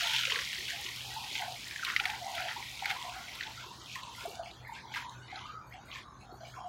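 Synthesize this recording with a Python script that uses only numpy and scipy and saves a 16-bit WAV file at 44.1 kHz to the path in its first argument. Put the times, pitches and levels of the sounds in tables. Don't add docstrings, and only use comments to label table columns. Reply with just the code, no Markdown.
import sys
import numpy as np
from scipy import signal
from scipy.fft import rfft, irfft, next_fast_len
from scipy.io import wavfile
from scipy.ndimage import uniform_filter1d, minimum_filter1d

SR = 44100
rng = np.random.default_rng(int(sys.argv[2]) if len(sys.argv) > 2 else 0)


def level_to_linear(level):
    exponent = np.asarray(level, float) / 20
    return 10 ** exponent


def master_out(mix):
    frames = np.transpose(np.atleast_2d(mix))
    ceiling = np.clip(frames, -1, 1)
    pcm = np.round(ceiling * 32767).astype(np.int16)
    wavfile.write(sys.argv[1], SR, pcm)


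N = 294588


def unit(x):
    return x / np.sqrt(np.mean(x ** 2) + 1e-20)


def filtered(x, response):
    m = next_fast_len(N + 8192)
    spectrum = rfft(x, m) * response(np.fft.rfftfreq(m, 1 / SR))
    return irfft(spectrum, m)[:N]


def coloured(x, points):
    f, db = np.transpose(points)

    def response(hz):
        return level_to_linear(np.interp(np.log(hz + 1), np.log(f), db, -120, -120))

    return unit(filtered(x, response))


def band(x, lo_hz, hi_hz, order):
    return unit(bandpass(x, lo_hz, hi_hz, order))


def bandpass(x, lo_hz, hi_hz, order):
    return signal.sosfilt(signal.butter(order, [lo_hz, hi_hz], "band", fs=SR, output="sos"), x)


def fine(x):
    return np.interp(np.arange(N) / SR * 1000, np.arange(len(x)), x)


def milliseconds():
    return np.arange(N * 1000 // SR + 2) / 1000


def summed(db):
    return 10 * np.log10(np.sum(level_to_linear(db) ** 2, axis=0))


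def bubbles(s, size, hz, life, rise, swell):
    t = np.arange(int(4 * np.max(life) * SR)) / SR
    u = t / life[:, None]
    tone = np.sin(2 * np.pi * hz[:, None] * t * (1 + rise * u / 2))
    wave = size[:, None] * tone * np.exp(-u) * (1 - np.exp(-u / swell))
    start = np.round(s * SR).astype(int)[:, None]
    at = (start + np.arange(len(t))).clip(0, N)
    return np.bincount(at.ravel(), wave.ravel(), N + 1)[:N]


def town():
    # frequency in Hz, level in dB
    rumble_tone = [(15, -47), (25, -34), (54, 5.5), (113, 2.5), (168, -1), (286, -3.5), (342, -9),
                   (520, -13.5), (680, -61), (1140, -120)]
    # pitch in Hz, width in Hz, level in dB
    hum = (123, 9.1, -61)
    hz, width, db = hum
    line = filtered(rng.standard_normal(N), lambda f: 1 / (1 + (2 * (f - hz) / width) ** 2))
    rumble = coloured(rng.standard_normal(N), rumble_tone)
    return level_to_linear(-59) * rumble + level_to_linear(db) * unit(line)


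def laps():
    # time in seconds, strength in dB
    ebbing = [(0.0, -38), (0.6, -44), (1.1, -44), (1.6, -46.5), (2.7, -46.5), (3.5, -50), (4.4, -57.5),
              (4.9, -55), (5.7, -59), (6.68, -61)]
    # crest in seconds, foam in dB, length in seconds,
    # slosh over foam in dB, spray over foam in dB
    wavelets = [(0.01, -37, 0.43, -6, -23), (0.142, -33, 0.37, -14.5, -23), (0.385, -40.5, 0.96, -27, -14),
                (0.702, -41, 0.24, -6, -14), (1.358, -38.5, 0.2, -10, -16), (1.891, -41, 0.23, 3.5, -12.5),
                (2.073, -52.5, 0.39, 5, -9), (2.384, -41, 0.13, -0.5, -24), (2.493, -46, 0.17, 0.5, -25),
                (2.902, -36, 0.067, -5, -16), (3.392, -51.5, 0.47, -1.5, -26), (3.607, -51.5, 0.13, 3, -30),
                (3.927, -44.5, 0.21, -22, -14.5), (4.202, -47.5, 0.47, -5.5, -9),
                (4.475, -60.5, 0.42, -4, -6), (4.75, -49, 0.09, -15, -13), (4.966, -42, 0.12, -2, -13.5),
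                (5.14, -56, 0.11, -1, -25), (5.366, -54.5, 0.25, 2, -29), (5.46, -53.5, 0.23, -14, -13),
                (5.729, -54.5, 0.14, 2, -20), (5.943, -48, 0.19, -2, -11), (6.208, -58.5, 0.03, 8.5, 1),
                (6.485, -56.5, 0.84, 2.5, -6)]
    run_up, drain_db = 0.48, 14.5
    t = milliseconds()
    s, db, length, slosh_db, spray_db = np.transpose(wavelets)[:, :, None]
    u = (t - s) / length
    lap = db - drain_db * np.maximum(-u / run_up, u / (1 - run_up)) ** 0.88
    ebb = np.interp(t, *np.transpose(ebbing))
    slosh_bed = -59 + 0.089 * (ebb + 50)
    foam_bed = ebb - 6.5 + 0.3 * (ebb + 50)
    spray_bed = -59.5 + (ebb + 50)
    slosh = summed(np.vstack([lap + slosh_db, slosh_bed]))
    foam = summed(np.vstack([lap, foam_bed]))
    spray = summed(np.vstack([lap + spray_db, spray_bed]))
    return fine(slosh), fine(foam), fine(spray), fine(ebb - 3)


def crackle(per_s, spread_db):
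    draw = rng.random((int(per_s * N / SR), 3))
    hz = 1300 * np.exp(2.407 * draw[:, 1])
    size = level_to_linear(spread_db * np.minimum(-np.log(draw[:, 2] + 1e-9), 4.5))
    return unit(bubbles(draw[:, 0] * N / SR, size, hz, 2.8 / hz, rise=0.034, swell=0.11))


def patches(x, depth_db, tall, long):
    z = signal.stft(x, nperseg=512)[2]
    field = rng.standard_normal(z.shape)
    for _ in range(2):
        field = uniform_filter1d(uniform_filter1d(field, tall, 0), long, 1)
    return signal.istft(z * level_to_linear(depth_db * unit(field)), nperseg=512)[1][:N]


def wash():
    # frequency in Hz, level in dB per Hz
    slosh_tone = [(1150, 1.5), (1380, 9), (1800, 3), (2200, 2), (2800, -6)]
    foam_tone = [(1060, -79), (1800, -15.5), (2250, -1.5), (2750, -1), (3140, 1.5), (5370, -10),
                 (6890, -13), (8000, -47), (10400, -79), (17600, -120)]
    spray_tone = [(3820, -6), (7000, 2), (8770, -2.5), (14500, -5), (15100, -8), (15900, -4)]
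    fizz_tone = [(1200, -42), (1900, 6.5), (2700, -1), (3700, 3), (4600, 0.5), (6200, -7.5), (7300, -25),
                 (8500, -42), (10400, -85)]
    # time in seconds, level against the fine ones in dB
    coarse_share = [(0, -4.5), (.9, -0.5), (1.02, -11), (1.25, -4.5), (1.36, -0.5), (1.52, -3.5),
                    (1.72, -1.5), (1.82, -9), (2.15, 2), (2.25, -8), (2.35, -1), (3.101, 1), (3.3, 1),
                    (3.45, -1), (3.75, -2.5), (3.95, -1.5), (4.3, -5), (4.6, 4), (6.68, -5.5)]
    slosh_db, foam_db, spray_db, fizz_db = laps()
    pops = crackle(1500, spread_db=3.5)

    def noise(share):
        return share * pops + rng.standard_normal(N)

    slosh = coloured(patches(noise(0.6), depth_db=2, tall=2, long=9), slosh_tone)
    foam = coloured(patches(noise(0.35), depth_db=1.5, tall=4, long=8), foam_tone)
    spray = coloured(patches(noise(1.0), depth_db=1.0, tall=8, long=6), spray_tone)
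    fizz = coloured(patches(noise(0.19), depth_db=2.0, tall=2, long=18), fizz_tone)
    older = level_to_linear(foam_db) * foam + level_to_linear(fizz_db) * fizz
    coarse = filtered(older, lambda hz: 1 / (1 + (hz / 2550) ** 12))
    share = level_to_linear(np.interp(np.arange(N) / SR, *np.transpose(coarse_share)))
    return level_to_linear(slosh_db) * slosh + older + (share - 1) * coarse + level_to_linear(spray_db) * spray


def filling(rows, trickle_db, trickle_hz):
    t = milliseconds()
    s, length, db, hz = np.transpose(rows)[:, :, None]
    fill_db = 518 * np.maximum(s - t, 0)
    empty_db = 263 * np.maximum(t - s - length, 0)
    level = np.vstack([db - fill_db - empty_db, trickle_db + 0 * t])
    pitch = np.append(hz, trickle_hz)[level.argmax(axis=0)]
    return fine(summed(level)), fine(pitch)


def pocket(level_db, centre_hz, count=2600):
    draw = rng.standard_normal((count, 2))
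    s = rng.random(count) * (N - 1) / SR
    hz = centre_hz[(s * SR).astype(int)] * np.exp(0.038 * draw[:, 0])
    swarm = bubbles(s, level_to_linear(1.6 * draw[:, 1]), hz, 8 / hz, rise=0.00045, swell=0.13)
    return level_to_linear(level_db - 4.5) * unit(swarm)


def gurgle():
    # start in seconds, length in seconds, level in dB, pitch in Hz
    deep_pockets = [(0.02, 0.022, -45, 698), (0.13, 0.03, -60, 840), (0.72, 0.03, -60, 710),
                    (1.05, 0.074, -49.5, 800), (1.16, 0.097, -48.5, 816), (1.39, 0.12, -43.5, 726),
                    (2.0, 0.15, -45.5, 787), (2.2, 0.27, -43, 721), (2.57, 0.027, -48, 876),
                    (2.82, 0.11, -44.5, 795), (3.04, 0.14, -49, 714), (3.25, 0.048, -57, 740),
                    (3.45, 0.029, -68, 804), (4.26, 0.051, -60, 690), (4.32, 0.095, -49, 708),
                    (4.46, 0.018, -56, 710), (4.83, 0.084, -48.5, 827), (5.33, 0.05, -49, 772),
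                    (5.74, 0.03, -59, 720), (6.2, 0.038, -48.5, 783), (6.28, 0.038, -49.5, 710),
                    (6.39, 0.048, -49, 676.6), (6.56, 0.086, -52, 753), (6.64, .05, -59, 680)]
    shallow_pockets = [(0.03, 0.078, -46.5, 905), (0.32, 0.066, -44.5, 1157), (0.53, 0.033, -48, 1110),
                       (0.72, 0.12, -60, 1216), (0.87, 0.015, -44, 970), (1.15, 0.16, -63, 894),
                       (1.33, 0.14, -48.5, 878), (1.86, 0.02, -41, 1084), (1.97, 0.24, -59, 985),
                       (2.28, 0.14, -47.5, 977), (2.57, 0.03, -47, 928), (2.84, 0.15, -51, 1140),
                       (2.96, 0.14, -44.5, 975), (3.16, 0.073, -48, 1027), (3.45, .04, -72, 893),
                       (3.6, 0.076, -51, 906), (3.95, 0.08, -58.5, 1010), (4.02, 0.33, -50.5, 958),
                       (4.65, 0.18, -51, 893), (4.97, 0.06, -47.5, 986), (5.04, 0.05, -50, 993),
                       (5.38, 0.039, -44.5, 957), (5.47, 0.13, -49, 1250), (2.76, 0.037, -50, 970),
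                       (5.63, 0.033, -52, 960), (5.7, 0.051, -73, 980), (5.9, 0.23, -48, 1074),
                       (6.28, .05, -66, 1070), (6.56, .12, -44.5, 1000)]
    # level in dB, pitch in Hz
    trickle = (-64, 2200), (-64, 1200)
    deep = pocket(*filling(deep_pockets, *trickle[0]))
    shallow = pocket(*filling(shallow_pockets, *trickle[1]))
    return deep + shallow


def slaps():
    # time in seconds, peak in dB, ring in Hz, spray in dB
    breaking = [(0.0318, -20, 3430, -15), (0.0715, -20, 3420, -18), (0.1083, -25, 3500, -16),
                (0.1359, -16.5, 3100, -19), (0.148, -16.5, 3100, -28), (0.163, -15, 3280, -22),
                (0.1834, -18.5, 3190, -30), (0.191, -17, 3480, -28), (0.2338, -19, 3100, -35),
                (0.2526, -14.5, 2400, -41), (0.2706, -20, 2560, -33), (0.2992, -19, 2020, -28),
                (0.3046, -19, 2930, -38), (0.3209, -12.5, 3060, -44), (0.359, -17, 1900, -35),
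                (0.389, -21, 1910, -30), (0.4185, -24.5, 1940, -31)]
    wavelet_slaps = [(0.5300, -21, 2280, -22), (0.863, -23, 3030, -22), (0.886, -25.5, 1930, -27),
                     (1.356, -23, 3170, -30), (1.3942, -23.5, 2500, -28), (1.7604, -27, 1870, -33),
                     (1.8488, -17, 3780, -22), (1.9008, -19, 1860, -31), (1.9634, -9.5, 2130, -34),
                     (1.999, -13.5, 2640, -30), (2.038, -27, 1700, -32), (2.0547, -13, 2120, -27),
                     (2.0992, -21, 2420, -27), (2.351, -23.5, 3420, -17), (2.4215, -26.5, 2650, -28),
                     (2.5135, -27, 2060, -36), (2.7924, -27.5, 3050, -30), (2.836, -31, 2250, -32),
                     (2.857, -16, 2080, -31), (2.911, -20.5, 2080, -22), (5.28, -33.5, 2030, -32),
                     (3.3528, -32, 3200, -12), (3.4090, -22, 1950, -34), (3.4344, -26.5, 3500, -41),
                     (3.468, -29, 3530, -37), (5.358, -31, 3930, -31), (3.9558, -26, 1930, -18),
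                     (4.94, -26.5, 1960, -19), (4.971, -27, 1750, -35), (5.9155, -33.5, 3080, -35)]
    water, spray = np.zeros(N + SR), np.zeros(N + SR)
    t = np.arange(SR // 16) / SR
    fade = level_to_linear(-60 * t / 0.036)
    spray_fade = level_to_linear(-60 * t / 0.039)
    crack_fade = level_to_linear(-60 * t / 0.006) * (1 - np.exp(-t / 0.0001))
    for s, db, hz, spray_db in [*breaking, *wavelet_slaps]:
        burst = rng.standard_normal((3, len(t)))
        ring = band(burst[0], hz / 1.32, hz * 1.14, order=2)
        splash = band(burst[1], 1440, 4000, order=2)
        crack = 7 * np.sin(2 * np.pi * hz * t) * crack_fade
        start = round(s * SR)
        water[start:][:len(t)] += level_to_linear(db - 17.5) * ((1.63 * ring + 1.57 * splash) * fade + crack)
        spray[start:][:len(t)] += level_to_linear(db + spray_db - 4.0) * burst[2] * spray_fade
    soft = bandpass(water, 1150, 5800, order=3)
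    return (soft + bandpass(spray, 6000, 15500, order=4))[:N]


def gulps():
    # time in seconds, peak in dB, pitch in Hz, life in seconds
    large_bubbles = [(0.058, -28, 1380, .02), (0.1, -35, 1450, .03), (0.146, -36, 1410, .02),
                     (0.097, -34, 880, .02), (0.14, -30.5, 890, 0.021), (0.239, -24, 1406, 0.0079),
                     (0.32, -24.5, 1005, 0.0085), (0.359, -30, 1348, 0.033), (0.389, -31, 1090, 0.014),
                     (0.724, -35, 690, 0.037), (4.958, -26, 1610, .03), (1.046, -32, 809, 0.013),
                     (1.164, -25.5, 879, 0.027), (1.348, -36, 880, 0.018), (1.961, -34, 1440, 0.0069),
                     (1.998, -20, 1430, 0.01), (2.047, -29.5, 730, 0.037), (2.093, -27, 846, 0.03),
                     (2.261, -25.5, 781, 0.031), (2.706, -32, 730, 0.01), (2.827, -24.5, 840, 0.0064),
                     (2.987, -32, 1052, 0.02), (3.448, -34, 870, 0.061), (5.15, -38.5, 1465, 0.047),
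                     (5.2, -40.5, 1420, 0.028), (1.1, -37, 1905, 0.033), (1.56, -43, 2100, .03),
                     (3.28, -41, 1546, 0.027), (5.611, -34, 1278, 0.012), (0.52, -37, 990, 0.032),
                     (3.781, -33, 951, 0.02), (3.578, -30, 1330, 0.016), (3.962, -26, 1030, 0.013),
                     (4.16, -37.5, 1390, 0.051), (4.256, -21.5, 683, 0.015), (4.398, -21, 679, 0.015),
                     (4.968, -28.5, 963, 0.012), (5.3, -35, 2080, 0.048), (5.377, -29.5, 1284, 0.02),
                     (1.62, -39, 1706, 0.037), (1.69, -49, 1750, 0.028), (3.15, -36.5, 1273, 0.034),
                     (3.2, -36.5, 1600, 0.026), (5.493, -27.5, 1231, 0.025), (5.546, -31.5, 1260, 0.047),
                     (5.745, -29.5, 734, 0.019), (6.197, -36.5, 1170, 0.016), (6.557, -33.5, 740, 0.087),
                     (6.645, -27, 719, 0.078)]
    # time in seconds, peak in dB, pitch in Hz
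    low_glugs = [(0.277, -34, 529), (0.328, -34.5, 426), (0.369, -32.5, 458), (0.585, -40, 362),
                 (0.855, -37.5, 397), (2.578, -40.5, 366), (3.666, -38.5, 394), (4.237, -35.5, 420),
                 (4.279, -31, 410), (5.739, -58, 614), (6.326, -35.5, 346)]
    blips = [(0.739, -51, 730), (0.788, -39.5, 813), (1.079, -53, 937), (1.209, -51, 912),
             (1.328, -40, 854), (1.409, -33, 709), (1.42, -31.5, 843), (1.477, -34, 740), (1.509, -39, 750),
             (2.006, -38.5, 823), (2.137, -33.5, 880), (2.197, -39, 733), (2.223, -36, 689),
             (2.329, -38.5, 810), (2.376, -36.5, 735), (2.419, -33.5, 705), (2.475, -38.5, 843),
             (2.509, -40, 866), (2.566, -39, 917), (2.599, -39.5, 957), (2.771, -44, 918),
             (2.882, -38, 824), (2.919, -38.5, 737), (3.012, -39.5, 1000), (3.048, -34.5, 720),
             (3.084, -39, 682), (3.157, -38.5, 740), (3.199, -48, 701), (3.229, -45, 937),
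             (3.257, -40.5, 739), (3.286, -45, 740), (3.324, -49, 929), (3.372, -41, 1075),
             (3.636, -39, 988), (3.708, -36.5, 957), (4.03, -37, 1024), (4.081, -42.5, 950),
             (4.114, -44, 960), (4.314, -43.5, 650), (4.419, -40, 680), (4.469, -41, 696),
             (4.568, -42, 1020), (4.648, -41, 956), (4.693, -36.5, 928), (4.72, -39, 880),
             (4.778, -36.5, 930), (4.828, -44, 914), (4.856, -41, 819), (4.885, -45, 826),
             (4.909, -48, 821), (5.051, -42, 958), (5.078, -42, 953), (5.135, -45, 1090),
             (5.195, -49, 1040), (5.327, -38, 806), (5.409, -44, 1010), (5.456, -36, 1200),
             (5.64, -43, 920), (5.785, -44, 770), (5.819, -48, 960)]
    glug_rows = [(s, db, hz, 0.014) for s, db, hz in low_glugs]
    blip_rows = [(s, db + 6, hz, 17.2 / hz) for s, db, hz in blips]
    s, db, hz, life = np.transpose([*large_bubbles, *glug_rows, *blip_rows])
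    life = np.clip(life, 0.003, 0.06) / 2
    return bubbles(s - 0.003, level_to_linear(db - 2.0), hz, life, rise=0.0069, swell=0.48)


def ticks():
    # time in seconds, peak in dB, pitch in Hz
    bursts = [(0.0608, -25, 3360), (0.2106, -16, 3060), (0.498, -29, 2050), (0.5557, -24, 2080),
              (0.846, -26, 3500), (0.9152, -30, 1970), (0.961, -25, 3120), (1.0063, -26, 2800),
              (1.0498, -33, 3280), (1.0971, -39, 3320), (1.143, -32, 3040), (1.207, -28, 2750),
              (1.2643, -43, 2720), (1.3287, -24, 4040), (1.3794, -22, 3500), (1.4194, -21.5, 2060),
              (1.478, -41, 3100), (1.682, -29, 3780), (1.7102, -27, 2380), (2.0768, -26, 1800),
              (2.399, -26, 2140), (2.845, -23, 2200), (2.9039, -20, 2270), (2.969, -29, 2260),
              (3.0266, -22.5, 3160), (3.0957, -26.5, 2550), (3.1845, -37, 2260), (3.427, -25.5, 2000),
              (3.5563, -39, 3440), (3.8592, -31, 3500), (3.8974, -30, 2770), (3.9144, -38, 2870),
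              (4.0335, -27.5, 4000), (4.107, -46, 3100), (4.1506, -32, 2040), (4.2078, -30, 2100),
              (4.3545, -30.5, 4900), (4.4339, -34, 2730), (4.4594, -31, 2550), (4.5117, -35, 3700),
              (4.761, -35, 2300), (4.947, -23, 2010), (4.9594, -27, 2100), (4.984, -32, 2500),
              (5.0948, -30.5, 3750), (5.3159, -27.5, 2050), (5.3912, -34, 3200), (5.9575, -28, 2390),
              (6.4553, -36, 2200)]
    s, db, hz = np.transpose(bursts)
    partner_hz = hz * np.exp(0.43 * rng.standard_normal(len(s))).clip(0.6, 1.7)

    def ring(late_s, size_db, f, cycles):
        return bubbles(s + late_s, level_to_linear(db + size_db), f, cycles / f, rise=0.014, swell=0.13)

    body = ring(0, -5.5, hz, 5.2)
    partner = ring(0.00116, -8.5, partner_hz, 5.2)
    snap = ring(0, -5.0, 1.86 * hz, 1.0)
    return body + partner + snap


def droplets():
    # time in seconds, peak in dB
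    dry_drops = [(0.5292, -41), (0.812, -35), (1.4151, -35), (1.679, -38), (1.8447, -39), (1.9654, -39),
                 (1.9963, -43), (2.0552, -42), (2.0981, -42), (2.4054, -37), (2.8574, -33), (2.9018, -37),
                 (3.3507, -43), (4.2577, -40), (4.2881, -41), (6.5106, -63)]
    hissing_drops = [(0.9594, -39), (1.1443, -41), (3.1567, -46), (3.2281, -48), (4.1614, -44), (4.2094, -53),
                     (4.3076, -43), (4.5094, -67), (4.6783, -43.5), (4.9594, -54), (5.0994, -51),
                     (5.2894, -60), (5.5174, -49.5), (5.67, -50), (5.6979, -46.5), (5.8566, -46.5),
                     (6.2033, -59), (6.328, -47), (6.5291, -51)]
    out, t = np.zeros(N + SR), np.arange(SR // 8) / SR
    for rows, hiss_db in ((dry_drops, -40), (hissing_drops, -22)):
        fade = level_to_linear(-60 * t / 0.02) + level_to_linear(hiss_db - 60 * t / 0.25)
        for s, db in rows:
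            out[round(s * SR):][:len(t)] += level_to_linear(db - 5) * fade * rng.standard_normal(len(t))
    return bandpass(out, 6000, 15500, order=4)[:N]


def scene():
    return (town() + wash() + gurgle() + slaps() + gulps() + ticks() + droplets())[None]


def denoise(x, hiss, over_db, floor_db, average, hold):
    z = signal.stft(x + hiss, nperseg=512, noverlap=384)[2]
    quiet = signal.stft(hiss, nperseg=512, noverlap=384)[2]

    def smooth(p):
        power = uniform_filter1d(np.abs(p) ** 2, size=2, axis=0)
        return np.abs(uniform_filter1d(power, average, 1, origin=average // 2 - 1)) + 1e-20

    usual_hiss = smooth(quiet).mean(axis=1, keepdims=True)
    excess_db = 10 * np.log10(smooth(z) / usual_hiss) - over_db
    opening = 1 / (1 + np.exp(-np.clip(excess_db / 0.7, -30, 30)))
    held = -minimum_filter1d(-opening, hold, axis=1, origin=hold // 2 - 1)
    depth_db = np.interp(np.fft.rfftfreq(512, 1 / SR), *np.transpose(floor_db))[:, None]
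    gain = level_to_linear(depth_db * (1 - uniform_filter1d(held, size=3, axis=1)))
    return signal.istft(z * gain, nperseg=512, noverlap=384)[1][:N]


def band_limit(x):
    return signal.sosfilt(signal.butter(12, 16590, fs=SR, output="sos"), x)


def record(dry):
    # frequency in Hz, level in dB
    hiss_tone = [(250, -22), (340, -7), (900, 0), (1500, -3), (2200, -9), (3200, -14.5), (4500, -20),
                 (6500, -23), (8000, -26), (15800, -33)]
    # frequency in Hz, gain in dB
    shut_depth = [(1500, -15), (2400, -27.5), (4500, -18.5), (5400, -32), (6500, -11), (8500, -32),
                  (10000, -16.5), (12500, -34)]
    hiss = level_to_linear(-45) * coloured(rng.standard_normal(N), hiss_tone)
    clean = denoise(dry[0], hiss, over_db=3.5, floor_db=shut_depth, average=11, hold=10)
    finished = filtered(clean, lambda hz: hz < 15830)[None]
    return band_limit(finished)


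dry = scene()
out = record(dry)
master_out(out)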